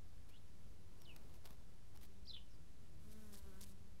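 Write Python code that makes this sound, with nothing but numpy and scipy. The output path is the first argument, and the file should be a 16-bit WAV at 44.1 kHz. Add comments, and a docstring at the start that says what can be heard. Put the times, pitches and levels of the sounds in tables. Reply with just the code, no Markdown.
"""Outdoors, beside a flower. A honeybee clambers over it close by, then flies off: its periodic
wingbeat radiates a harmonic buzz, and its wings tick against petals and leaves. Other bees hum
faintly nearby, and small birds chirp in the distance, frequency-modulated whistles with echoes.
Handling makes small bumps (impact) and rustles (friction) over a low rumble, a faint drone and hiss."""
import sys
import numpy as np
from scipy import signal
from scipy.fft import rfft, irfft
from scipy.io import wavfile

SR = 44100
rng = np.random.default_rng(int(sys.argv[2]) if len(sys.argv) > 2 else 0)


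def transcribe(signal):
    """Save signal, clipped to [-1, 1], as a 16-bit WAV file at the path in sys.argv[1]."""
    frames = np.atleast_2d(signal).T
    limited = np.clip(frames, -1, 1)
    pcm = np.round(limited * 32767).astype(np.int16)
    wavfile.write(sys.argv[1], SR, pcm)


N = 176400

# Spectra of the outdoor background: frequency_hz, relative_density_db
RUMBLE_SPECTRUM = [(15, 1), (35, -3), (58, 0), (75, -3), (100, -7), (150, -10), (260, -18.5), (600, -28.5),
                   (1200, -48)]
HISS_SPECTRUM = [(300, 10), (800, 5.5), (2500, 0.5), (5000, -0.5), (8000, -4.5), (12500, -7), (14000, -29)]
# Rubbing from handling: start_s, length_s, crackle_db, rub_db
RUSTLE_EVENTS = [(0.282, 0.028, -69, -70.5), (0.83, 0.7, -81.5, -71), (1.332, 0.04, -74, -82),
                 (1.439, 0.038, -69.5, -64), (1.464, 0.1, -74, -69.5), (1.942, 0.029, -72, -66.5),
                 (2.002, 0.069, -66, -70.5)]
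# Impacts from handling: start_s, click_db, thud_db
BUMP_EVENTS = [(1.0190, -54, -86), (1.162, -58, -50), (1.164, -52.5, -67), (1.4516, -64, -70),
               (1.4554, -51.5, -68), (1.4593, -52.5, -64), (1.4743, -56, -72), (1.5068, -57, -53),
               (1.962, -62, -68), (1.9743, -57, -81), (2.363, -78, -53.5)]
# Spectra of the handling sounds: frequency_hz, relative_density_db
RUB_SPECTRUM = [(400, 3), (700, -1.5), (1000, -2), (1400, -11), (5000, -25)]
CLICK_SPECTRUM = [(1500, -4.5), (4500, -0.5), (8000, -7), (13000, -3), (16000, -9.5)]
THUD_SPECTRUM = [(170, 2.5), (400, -16.5), (1000, -21.5), (2500, -20.5), (6000, -81)]
# Bird chirps: rasp_fraction (of the pitch), contour of (time_s, pitch_hz, level_db)
BIRD_CHIRPS = [ (0.093, [(.29, 2060, -81), (.325, 2750, -78.5), (.346, 2940, -71), (.351, 2800, -74),
               (.379, 3750, -73), (.391, 3700, -87)]), (.06, [(.33, 1280, -85), (.372, 1680, -84)]),
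               (0.021, [(1.0, 5700, -76.5), (1.046, 5290, -78), (1.057, 3800, -68.5), (1.067, 3080, -74),
               (1.098, 2835, -62), (1.138, 2320, -74)]), (0.029, [(2.266, 2890, -74), (2.275, 4450, -61),
               (2.292, 5030, -57), (2.298, 4060, -57.5), (2.311, 4030, -52), (2.319, 3470, -62)]),
               (0.039, [(2.252, 4120, -73), (2.266, 5410, -72), (2.33, 5000, -71)]),
               (0.073, [(2.331, 3000, -61), (2.338, 3556, -55.5), (2.349, 3500, -53), (2.358, 3150, -60)]),
               (.11, [(2.362, 3090, -60), (2.392, 2820, -64)]), (0.072, [(2.505, 5430, -80),
               (2.565, 4540, -82)])]
# Other bees passing: start_s, length_s, start_hz, end_hz, fundamental_db, octave_db
BEE_PASSES = [(0.548, 0.99, 198, 155.8, -74.5, -81.5), (1.936, 0.44, 205, 184, -72, -77),
              (2.49, 0.208, 172, 158, -71, -78), (2.796, 0.39, 164.6, 144.2, -69, -77)]
# Wingbeat of the near bee in flight: time_s, rate_hz
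WINGBEAT_RATE = [(2.991, 200.6), (3.12, 218.1), (3.231, 213.8), (3.282, 206.7), (3.5, 191.8), (3.6, 189.2),
                 (3.641, 200.5), (3.701, 191.4), (3.79, 196.1), (3.92, 186.1)]
# Its buzz, changing as it turns: time_s, fundamental_db, octave_db, overtones_db
BUZZ_LEVELS = [(2.96, -85, -104, -87), (3.08, -65.5, -71.5, -79.5), (3.22, -65, -75.5, -75),
               (3.35, -62.5, -71, -75), (3.425, -78, -80, -75.5), (3.47, -74, -68, -75),
               (3.6, -65, -77, -74), (3.7, -68.5, -81, -84.5), (4.0, -72, -80.5, -102)]
# Spectral envelope of its overtones: frequency_hz, relative_level_db
OVERTONE_SPECTRUM = [(600, 2), (800, -8), (1020, -2), (1200, -4.5), (1650, -5), (2000, -11.5), (3500, -20)]
# Its wings touching the plant: start_s, length_s, tick_db, scrape_db
WING_CONTACTS = [(3.108, 0.032, -57, -71.5), (3.326, 0.034, -49.5, -64.5), (3.3558, 0.048, -57.5, -66.5),
                 (3.608, 0.01, -48, -58), (3.615, 0.034, -50, -63), (3.644, 0.083, -63.5, -71.5),
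                 (3.707, 0.019, -69, -79)]
# Spectrum of wing ticks, scrapes and air hiss: frequency_hz, relative_density_db
WING_NOISE_SPECTRUM = [(700, -5.5), (2000, -6.5), (4000, 1), (8500, 0), (12000, 2), (15000, -8)]


def from_db(db):
    """Decibels to amplitude ratio."""
    return 10 ** (np.asarray(db) / 20)


def unit_rms(x):
    """Normalisation to unit root mean square."""
    return x / np.sqrt(np.mean(x ** 2) + 1e-20)


def clock():
    """Time of each sample in seconds."""
    return np.arange(N) / SR


def in_time(rows):
    """Linear interpolation in time, one array per value column."""
    time_s, *columns = np.transpose(rows)
    return [np.interp(clock(), time_s, column) for column in columns]


def level_at(spectrum, hz):
    """Interpolation of decibels on a log-frequency axis."""
    frequency_hz, db = np.transpose(spectrum)
    return np.interp(np.log(np.maximum(hz, 1)), np.log(frequency_hz), db)


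def drift(corner_hz):
    """Low-pass noise: a random wander of unit rms."""
    pole = np.exp(-20 * np.pi * corner_hz / SR)   # at a tenth of the sample rate
    slow = signal.lfilter([1], [1, -2 * pole, pole * pole], rng.standard_normal(N // 5))
    settled = unit_rms(slow[-(N // 10 + 1):])
    return np.interp(np.arange(N) / 10, np.arange(len(settled)), settled)


def colour(x, spectrum):
    """Minimum-phase filtering at unit power gain for white noise."""
    gain = unit_rms(from_db(level_at(spectrum, np.arange(N + 1) * SR / (2 * N))))
    cepstrum = irfft(np.log(gain))
    cepstrum[1:N] *= 2   # folding makes the response causal
    cepstrum[N + 1:] = 0
    return irfft(rfft(x, 2 * N) * np.exp(rfft(cepstrum)))[:N]


def noise(envelope, spectrum):
    """Source and filter: white noise under an envelope, then coloured."""
    return colour(envelope * rng.standard_normal(N), spectrum)


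def swell(start_s, length_s):
    """Half-sine envelope."""
    return np.sin(np.pi * np.clip((clock() - start_s) / length_s, 0, 1))


def decay(hits, tau_s):
    """Damping: each impulse starts an exponential decay."""
    return signal.lfilter([1], [1, -np.exp(-1 / (tau_s * SR))], hits + 1e-18)


def background(rumble_db=-61.5, hiss_db=-73.5, drone_hz=84.56, drone_db=-70.5):
    """Slow random modulation swells a rumble and wavers a far drone, over stationary hiss."""
    phase = 2 * np.pi * np.cumsum(drone_hz * (1 + .02 * drift(5.7))) / SR
    drone = np.sqrt(2) * from_db(drone_db + 2 * drift(3.7)) * np.sin(phase)
    rumble = noise(from_db(rumble_db + drift(5.8)), RUMBLE_SPECTRUM)
    return rumble + drone + noise(from_db(hiss_db), HISS_SPECTRUM)


def grain(rate_hz, spread_db=4):
    """Log-normal amplitude modulation, which makes noise crackle."""
    return unit_rms(from_db(spread_db * drift(rate_hz)))


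def rustles():
    """Friction noise: light rubbing gives a fine crackle over a soft low scuff."""
    crackle = sum(from_db(db) * swell(start_s, length_s) for start_s, length_s, db, _ in RUSTLE_EVENTS)
    rub = sum(from_db(db) * swell(start_s, length_s) for start_s, length_s, _, db in RUSTLE_EVENTS)
    return noise(crackle * grain(300), CLICK_SPECTRUM) + noise(rub, RUB_SPECTRUM)


def birds(flutter_hz=487, throb_share=0.45, flicker_db=2.2):
    """Fast frequency and amplitude modulation adds sidebands that make whistles hoarse."""
    t, song = clock(), np.zeros(N)
    flutter = np.sin(2 * np.pi * flutter_hz * t + drift(100))
    for rasp, contour in BIRD_CHIRPS:
        hz, db = in_time(contour)
        gate = np.clip(np.minimum(t - contour[0][0], contour[-1][0] - t) / .002, 0, 1)
        phase = 2 * np.pi * np.cumsum(hz * (1 + .015 * drift(124) + rasp * flutter)) / SR
        throb = np.exp(throb_share * rasp * hz / flutter_hz * flutter)   # louder as the pitch peaks
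        song += np.sqrt(2) * gate * throb * from_db(db + flicker_db * drift(140)) * np.sin(phase)
    return song


def with_echoes(song, gain_db=-8.5, t60_s=0.3, cutoff_hz=3900):
    """Reverberation: convolution with decaying noise adds duller outdoor echoes."""
    response = rng.standard_normal(N) * from_db(-60 * clock() / t60_s)
    dulled = signal.sosfilt(signal.butter(4, cutoff_hz, fs=SR, output="sos"), song)
    return song + from_db(gain_db) * signal.fftconvolve(dulled, response / np.linalg.norm(response))[:N]


def other_bees():
    """Periodic wingbeats radiate dull two-harmonic hums that swell, glide down and fade."""
    hums = np.zeros(N)
    for start_s, length_s, start_hz, end_hz, fundamental_db, octave_db in BEE_PASSES:
        hz = np.interp(clock(), [start_s, start_s + length_s], [start_hz, end_hz])
        phase = 2 * np.pi * np.cumsum(hz * (1 + 0.013 * drift(10))) / SR
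        hum = from_db(fundamental_db) * np.sin(phase) + from_db(octave_db) * np.sin(2 * phase)
        hums += np.sqrt(2) * swell(start_s, length_s) * hum
    return hums


def bumps(snap_db=7):
    """Impulsive excitation: each impact is a snap with a damped bright tail, over a duller thud."""
    start_s, click_db, thud_db = np.transpose(BUMP_EVENTS)
    clicks, thuds = np.zeros((2, N))
    onsets = (start_s * SR).astype(int)
    clicks[onsets], thuds[onsets] = from_db(click_db), from_db(thud_db)
    tails = decay(clicks, tau_s=0.0012) * rng.standard_normal(N)
    bright = colour(tails - from_db(snap_db) * clicks, CLICK_SPECTRUM)
    return bright + noise(decay(thuds, tau_s=0.0044), THUD_SPECTRUM)


def wing_buzz(beats, flicker_db=3.5, nasal_hz=1510, nasal_octaves=0.34, swish_fade_db_per_s=9):
    """Periodic forcing of the air radiates a harmonic series, with a puff of hiss on each stroke."""
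    flight_s = clock() - BUZZ_LEVELS[0][0]
    fundamental, octave, upper = from_db(in_time(BUZZ_LEVELS)) * np.clip(flight_s * 20, 0, 1)
    phase = 2 * np.pi * beats
    mean_hz = np.mean(np.array(WINGBEAT_RATE)[:, 1])
    nasal_db = 7 * swell(start_s=3.42, length_s=0.22)   # the buzz goes nasal as the bee turns away
    overtones = 0
    for k in range(3, 20):
        nearness = np.exp(-(np.log2(k * mean_hz / nasal_hz) / nasal_octaves) ** 2)
        db = level_at(OVERTONE_SPECTRUM, k * mean_hz) + nasal_db * nearness + flicker_db * drift(42)
        overtones += from_db(db) * np.cos(k * phase + .5 * rng.normal())
    swish_db = 4 - swish_fade_db_per_s * flight_s   # relative to the overtones; fades with distance
    puffs = unit_rms(np.exp(1.1 * np.cos(phase)))
    swish = noise(upper * from_db(swish_db) * puffs, WING_NOISE_SPECTRUM)
    hum = fundamental * np.cos(phase) + octave * np.cos(2 * phase)
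    hum *= from_db(flicker_db / 2 * drift(16))
    return np.sqrt(2) * hum + upper * unit_rms(overtones) + swish


def wing_brushes(beats):
    """Impact and friction: a wing touching the plant ticks once per beat and scrapes in between."""
    t = clock()
    strokes, scrape = np.zeros((2, N))
    for start_s, length_s, tick_db, scrape_db in WING_CONTACTS:
        touching = (t >= start_s) & (t < start_s + length_s)
        beats_since_touch = np.floor(beats - np.interp(start_s, t, beats))
        struck = np.diff(beats_since_touch, prepend=0) * touching
        contact = swell(start_s, length_s)
        strokes += struck * from_db(tick_db) * (2 + contact) / 3
        scrape += from_db(scrape_db) * contact
    return noise(decay(strokes, tau_s=0.0004) + scrape * grain(480), WING_NOISE_SPECTRUM)


def near_bee(jitter_fraction=0.01097):
    """Common excitation: one slightly unsteady wingbeat times both the buzz and the ticks."""
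    rate_hz, = in_time(WINGBEAT_RATE)
    beats = np.cumsum(rate_hz * (1 + jitter_fraction * drift(40.3))) / SR
    return wing_buzz(beats) + wing_brushes(beats)


def scene():
    """Superposition: the pressures of all sources add at one point."""
    return (near_bee() + other_bees() + with_echoes(birds()) + bumps() + rustles() + background())[None]


def record(dry, cutoff_hz=15750, dc_offset=-.0048):
    """Band limiting: a steep low-pass cuts the top, and a small constant offset is added."""
    return signal.sosfilt(signal.ellip(12, .1, 70, cutoff_hz, fs=SR, output="sos"), dry) + dc_offset


dry = scene()
out = record(dry)
transcribe(out)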